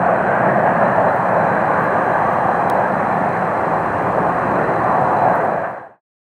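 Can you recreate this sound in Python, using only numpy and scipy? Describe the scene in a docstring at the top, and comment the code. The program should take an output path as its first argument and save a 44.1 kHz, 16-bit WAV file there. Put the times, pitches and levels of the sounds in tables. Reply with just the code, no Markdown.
"""A steady, dull roar across a valley: a blown-out gas well, heard from a far hillside.
Distance takes the turbulent jet's treble; moving air swells its low, middle and upper bands in turn.
Close by: a light breeze on the microphone, thin hiss, the faint whine and flutter of the camera's
motors, one click of its case and a few tiny ticks. Then everything fades out."""
import sys
import numpy as np
from scipy import signal
from scipy.fft import rfft, irfft
from scipy.io import wavfile

SR = 44100
rng = np.random.default_rng(int(sys.argv[2]) if len(sys.argv) > 2 else 0)


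def file_out(sig):
    """Save sig as 16-bit WAV at sys.argv[1]."""
    # one column per channel
    cols = np.atleast_2d(sig).T
    # limit, then scale
    lim = np.clip(cols, -1, 1)
    pcm = np.round(lim * 32767).astype(np.int16)
    wavfile.write(sys.argv[1], SR, pcm)


N = 275625
TIME = np.arange(N) / SR
ALL_HZ = np.fft.rfftfreq(N, 1 / SR)
BIN_HZ = np.fft.rfftfreq(1024, 1 / SR)
BAND_LIMIT_HZ = 15780
MOTOR_HZ = 24.49  # turns/s


def amp(db):
    """Decibels to gain."""
    return 10 ** (np.asarray(db) / 20)


def unit(x):
    """Scale to unit rms."""
    return x / np.sqrt(np.mean(x ** 2) + 1e-20)


def curve(rows, at_s):
    """Piecewise-linear control from (t/s, value) rows."""
    return np.interp(at_s, *np.transpose(rows))


def colour(points):
    """Spectral gains from (f/Hz, level/dB) rows, linear in dB over log frequency."""
    hz, db = np.transpose(points)
    return amp(np.interp(np.log(ALL_HZ + 1), np.log(hz), db))


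def shaped(x, gains):
    """Filter by one gain per frequency; unit rms."""
    return unit(irfft(rfft(x) * gains, N))


def noise(gains):
    """Coloured Gaussian noise; unit rms."""
    return shaped(rng.standard_normal(N), gains)


def bell(offset, half_width):
    """Gaussian bump: height 1, down to 1/e at half_width."""
    return np.exp(-(offset / half_width) ** 2)


def wander(rate_hz):
    """Random drift up to about rate_hz; unit rms."""
    return noise(bell(ALL_HZ, rate_hz))


def tone(hz):
    """Sine following a frequency track."""
    return np.sin(2 * np.pi * np.cumsum(hz) / SR)


def crackle(rate_per_s=16, level_db=-82.5, highpass_hz=9000):
    """Very faint random ticks in the top treble."""
    impulses = (rng.random(N) < rate_per_s / SR) * rng.standard_normal(N)
    return amp(level_db) * shaped(impulses, 1 - np.exp(-(ALL_HZ / highpass_hz) ** 6))


def hiss(level_db=-55, start_offset_db=-5.5, settle_s=0.7):
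    """Microphone self-noise; starts low and settles."""
    # hiss spectrum: f/Hz, relative level/dB
    spectrum = [(1000, 6), (4300, 3), (5200, 0), (7600, -1.5), (9200, -4), (10200, -5), (11000, -4.5),
                (12200, -6), (15700, -9)]
    return amp(level_db + start_offset_db * np.exp(-TIME / settle_s)) * noise(colour(spectrum))


def wind(breeze_db=-65, gust_db=-54.5, gust_s=4.25, half_width_s=0.25, corner_hz=55):
    """A light breeze rumbles on the microphone, with one soft gust."""
    strength = amp(breeze_db) + amp(gust_db) * bell(TIME - gust_s, half_width_s)
    return strength * noise(ALL_HZ / (1 + (ALL_HZ / corner_hz) ** 4))


def bearing(level_db=-64.5, centre_hz=8320, warble_hz=135, jitter_hz=105, jitter_rate_hz=650):
    """The motor's high whine, with a fast warble and a buzz from its cogs."""
    cogs, buzz_depth = 12, 0.4
    cog_phase = 2 * np.pi * cogs * MOTOR_HZ * TIME
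    hz = centre_hz + warble_hz * np.sin(cog_phase / 2) + jitter_hz * wander(jitter_rate_hz)
    buzz = 1 + buzz_depth * np.cos(cog_phase)
    return amp(level_db) * unit(buzz * tone(hz))


def spurts(centre_hz=3990, waver_hz=22, waver_rate_hz=60):
    """The motor's whistle locks briefly into a nearly clean tone."""
    # tone bursts: t/s, half width/s, level/dB
    bursts = [(.18, .015, -60), (.28, .03, -61), (.857, .012, -53), (1.097, .022, -55), (1.415, .012, -54),
              (1.505, .016, -56), (2.132, .012, -54), (4.775, 0.028, -58), (5.195, 0.019, -55.5),
              (5.24, .02, -56), (5.33, .025, -57)]
    strength = sum(amp(db) * bell(TIME - s, half_width_s) for s, half_width_s, db in bursts)
    return strength * unit(tone(centre_hz + waver_hz * wander(waver_rate_hz)))


def motor(scrape_half_width_s=0.0013, flare_db=1.2, flare_hz=18):
    """A camera motor scrapes twice a turn; the case rings in narrow bands, the lowest a whistle."""
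    # scrapes: position/turn, relative level/dB
    scrapes = [(0.01, -7.5), (0.54, -1)]
    # case resonances: f/Hz, width/Hz, level/dB, scrape modulation depth
    resonances = [(4003, 110, -61.5, 2.1), (4280, 270, -67.5, 1.6), (5290, 830, -75.5, 5),
                  (6140, 220, -71, 8.2), (7040, 240, -70.5, 1.5), (8700, 400, -72, 0.5)]
    # whistle swell: t/s, gain/dB
    whistle_gain = [(0, -7), (.7, -5.5), (1.3, -0.5), (1.7, 0.5), (2.15, -1.5), (3.5, 0.5), (4.2, -4.5),
                    (4.7, 1.5), (5, 0), (5.45, 0)]
    scraping = np.zeros(N)
    for position, db in scrapes:
        offset_turns = (TIME * MOTOR_HZ - position + 0.5) % 1 - 0.5
        scraping += amp(db) * bell(offset_turns / MOTOR_HZ, scrape_half_width_s)
    bands = []
    for hz, width_hz, db, depth in resonances:
        friction = rng.standard_normal(N) * (1 + depth * scraping)
        response = 1 / (1 + 1j * (ALL_HZ - hz) / width_hz * np.sqrt(2)) ** 2
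        bands.append(amp(db) * shaped(friction, response))
    whistle, *fizz = bands
    whistle_db = curve(whistle_gain, TIME) + flare_db * wander(flare_hz)
    return whistle * amp(whistle_db) + spurts() + sum(fizz)


def lens(focus_mid_s=2.3, focus_length_s=0.9, idle_db=-7, drift_hz=2.5, drift_rate_hz=12):
    """The lens drive sings in thin tones, louder during one focus run."""
    # drive tones: f/Hz, rms level while focusing/dB
    partials = [(2832, -60), (3176, -60.5), (3960, -68), (4027, -68), (4985, -87), (6180, -69),
                (7031, -82.5), (7811, -77.5), (9184, -78.5)]
    whine = sum(amp(db) * tone(hz + drift_hz * wander(drift_rate_hz)) for hz, db in partials)
    focusing = np.exp(-(2 * (TIME - focus_mid_s) / focus_length_s) ** 4)
    return np.sqrt(2) * whine * amp(idle_db * (1 - focusing))


def ticks(crack_s=0.00055, tail_s=0.0015, tail_db=-14):
    """Tiny ticks: each a bright crack with a very short tail."""
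    # ticks: t/s, peak level/dB, high-pass f/Hz
    events = [(0.3590, -47, 9000), (1.1604, -37, 10000), (1.8080, -37, 10000), (1.8392, -36, 9500),
              (2.1402, -40, 6000), (2.3343, -38, 6000), (3.4272, -44, 8000), (3.8009, -47, 10000),
              (4.0278, -45, 10000), (4.0777, -45, 10000), (4.9566, -45, 9000), (5.0140, -41, 7090),
              (5.3568, -34.5, 10000), (5.4507, -38, 10000), (5.7110, -38, 10000)]
    out = np.zeros(N)
    t = np.arange(1024) / SR
    envelope = t / crack_s * np.exp(1 - 2 * t / crack_s) + amp(tail_db) * np.exp(-t / tail_s)
    for s, db, highpass_hz in events:
        band = (1 - np.exp(-(BIN_HZ / highpass_hz) ** 6)) * (BIN_HZ < BAND_LIMIT_HZ)
        burst = envelope * rng.standard_normal(len(t))
        tick = irfft(rfft(burst) * band)
        out[round(s * SR):][:len(t)] += amp(db) * tick / abs(tick).max()
    return out


def click(onset_s=2.6991, rise_s=0.00022, crack_db=-24, crack_s=0.0012, highpass_hz=3000):
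    """One fuller click: a short crack rings the camera's case."""
    # case modes: f/Hz, level/dB, decay/s
    modes = [(3330, -26, 0.0019), (3760, -25.5, .0014), (4700, -36, 0.0015), (6800, -28, 0.00089),
             (8600, -24, .0007)]
    t = np.maximum(TIME - onset_s, 0)
    ring = sum(amp(db) * np.exp(-t / decay_s) * np.sin(2 * np.pi * hz * t) for hz, db, decay_s in modes)
    crack = amp(crack_db) * np.exp(-t / crack_s) * noise(ALL_HZ > highpass_hz)
    return (1 - np.exp(-t / rise_s)) * (ring + crack)


def air_swells(frame_s):
    """Moving air swells five bands of the jet separately; dB per frame and bin."""
    # centres of deep bass, rumble, body, roar, rasp: f/Hz
    centres_hz = [105, 175, 330, 700, 1600]
    # slow swell of each band: t/s, gain/dB
    deep = [(0, -3.5), (2.5, -0.3), (3.3, -2), (3.9, 2), (5.4, 0)]
    rumble = [(0, 4), (0.5, 5.5), (2.2, 0.8), (3.4, 1.5), (3.7, -2.2), (4.2, -2.5), (4.6, 0), (5.0, 1),
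              (5.4, 0)]
    body = [(0, -1.6), (1, -1.2), (1.8, -1.3), (3.8, -0.6), (4.2, 0.39), (5.1, 0.6), (5.4, 0.14)]
    roar = [(0, -4), (.7, -2.5), (1.15, 0), (1.4, -1), (2.2, -2.5), (2.7, -1.5), (3.4, -3), (4.4, -3.5),
            (5.25, 0.1), (5.5, -0.5)]
    rasp = [(0, -0.14), (0.4, 1.6), (.9, 1.3), (1.25, -0.67), (1.8, 1.2), (2.6, 0.22), (3.8, -0.61),
            (4.7, 0.17), (5.35, -1), (5.65, 1)]
    # brief surges and dips: t/s, half width/s, roar gain/dB, rasp gain/dB
    surges = [(.085, 0.032, 3.5, 1), (.32, 0.05, 0.5, 1), (.465, 0.024, 5.5, -0.5), (.675, 0.011, 3.5, 4),
              (.83, 0.025, 6, 1.5), (1.075, 0.024, 3, 1.5), (2.42, 0.17, 2, -1.5), (2.79, .04, 4, -0.5),
              (3.19, 0.043, -1.5, 1), (3.78, 0.055, 3, -1.5), (5.65, 0.014, -1, 5)]
    band_db = np.transpose([curve(band, frame_s) for band in (deep, rumble, body, roar, rasp)])
    for s, half_width_s, roar_db, rasp_db in surges:
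        band_db[:, -2:] += np.outer(bell(frame_s - s, half_width_s), [roar_db, rasp_db])
    crossfades = [np.interp(np.log(BIN_HZ + 1), np.log(centres_hz), row) for row in np.eye(5)]
    return band_db @ np.array(crossfades)


def path_humps(frame_s, half_width_hz=95):
    """Three hollow humps in the roar drift with the sound path; dB per frame and bin."""
    # hump tracks: t/s, f/Hz, height/dB
    core = [(0, 666, 6.5), (.6, 660, 7), (1.2, 614, 3.5), (1.8, 623, 2), (2.4, 740, 2.5), (3.1, 690, 2),
            (4.1, 691, 3), (4.7, 700, 3), (5.25, 690, 3.5)]
    middle = [(.3, 1070, 0), (1.2, 1110, -0.5), (2.3, 1165, 4.5), (3, 1066, -1.5), (4.3, 1130, 2),
              (5.399, 1060, 1.5)]
    rasp = [(.3, 1535, 5), (1.1, 1800, 3), (1.7, 1533, 5), (2.2, 1670, 4), (3.3, 1574, -2.5),
            (4.1, 1500, 0), (4.9, 1650, -1.5), (5.6, 1633, 5.5)]
    gain_db = 0
    for track in (core, middle, rasp):
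        s, hz, db = np.transpose(track)
        centre_hz = np.interp(frame_s, s, hz)[:, None]
        height_db = np.interp(frame_s, s, db)[:, None]
        gain_db += height_db * bell(BIN_HZ - centre_hz, half_width_hz)
    return gain_db


def path_patches(frame_s, rms_db=1.01, blur_s=0.066, blur_hz=150):
    """Paths through moving air add and cancel in random patches; dB per frame and bin."""
    offset_s = frame_s[:, None] - frame_s[-1] / 2
    offset_hz = BIN_HZ - BIN_HZ[-1] / 2
    blur = bell(offset_s, blur_s) * bell(offset_hz, blur_hz)
    return rms_db * unit(signal.fftconvolve(rng.standard_normal(blur.shape), blur, "same"))


def jet(level_db=-15.5, flutter_db=0.06, flutter_hz=25):
    """Turbulent mixing noise of the gas jet, modulated by moving air and dulled by distance."""
    # mean spectrum at the hillside, lower and upper part: f/Hz, relative level/dB
    lows = [(20, -40), (48, -37.5), (63, -20.5), (78, -18.5), (118, -7.5), (145, -8), (178, -5), (225, -8),
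            (275, -10.5), (370, -7), (455, -7.5), (520, -1.5)]
    highs = [(590, -3.5), (665, -1), (820, -0.36), (950, -4), (1130, -6), (1350, -12), (1570, -11.7),
             (1840, -15.5), (1960, -19.5), (2240, -28), (2400, -26.5), (3000, -41.5), (3700, -52.5),
             (5000, -67), (9000, -92)]
    hop = 256
    frame_s = np.arange(N // hop + 5) * hop / SR
    real, imag = rng.standard_normal((2, len(frame_s), len(BIN_HZ)))
    air_db = air_swells(frame_s) + path_humps(frame_s) + path_patches(frame_s)
    spectra = (real + 1j * imag) * amp(air_db)
    flow = signal.istft(spectra.T, nperseg=1024, noverlap=1024 - hop)[1][:N]
    flow *= amp(-flutter_db * wander(flutter_hz))  # large eddies shake all bands together
    return amp(level_db) * shaped(flow, colour(lows + highs))


def scene():
    """The far jet plus the small sounds at the camera; mono."""
    return (jet() + wind() + hiss() + lens() + motor() + bearing() + ticks() + click() + crackle())[None]


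def record(dry):
    """Quick fade-in, half-cosine fade-out, band limit."""
    fade_in_s, fade_start_s, fade_end_s = 0.00077, 5.178, 6.013
    opening = np.minimum(TIME / fade_in_s, 1)
    closing = np.clip((TIME - fade_start_s) / (fade_end_s - fade_start_s), 0, 1)
    fade = opening * (1 + np.cos(np.pi * closing)) / 2
    low_pass = signal.firwin(1023, BAND_LIMIT_HZ, window=("kaiser", 9), fs=SR)
    return signal.oaconvolve(dry * fade, low_pass[None], "same")


dry = scene()
out = record(dry)
file_out(out)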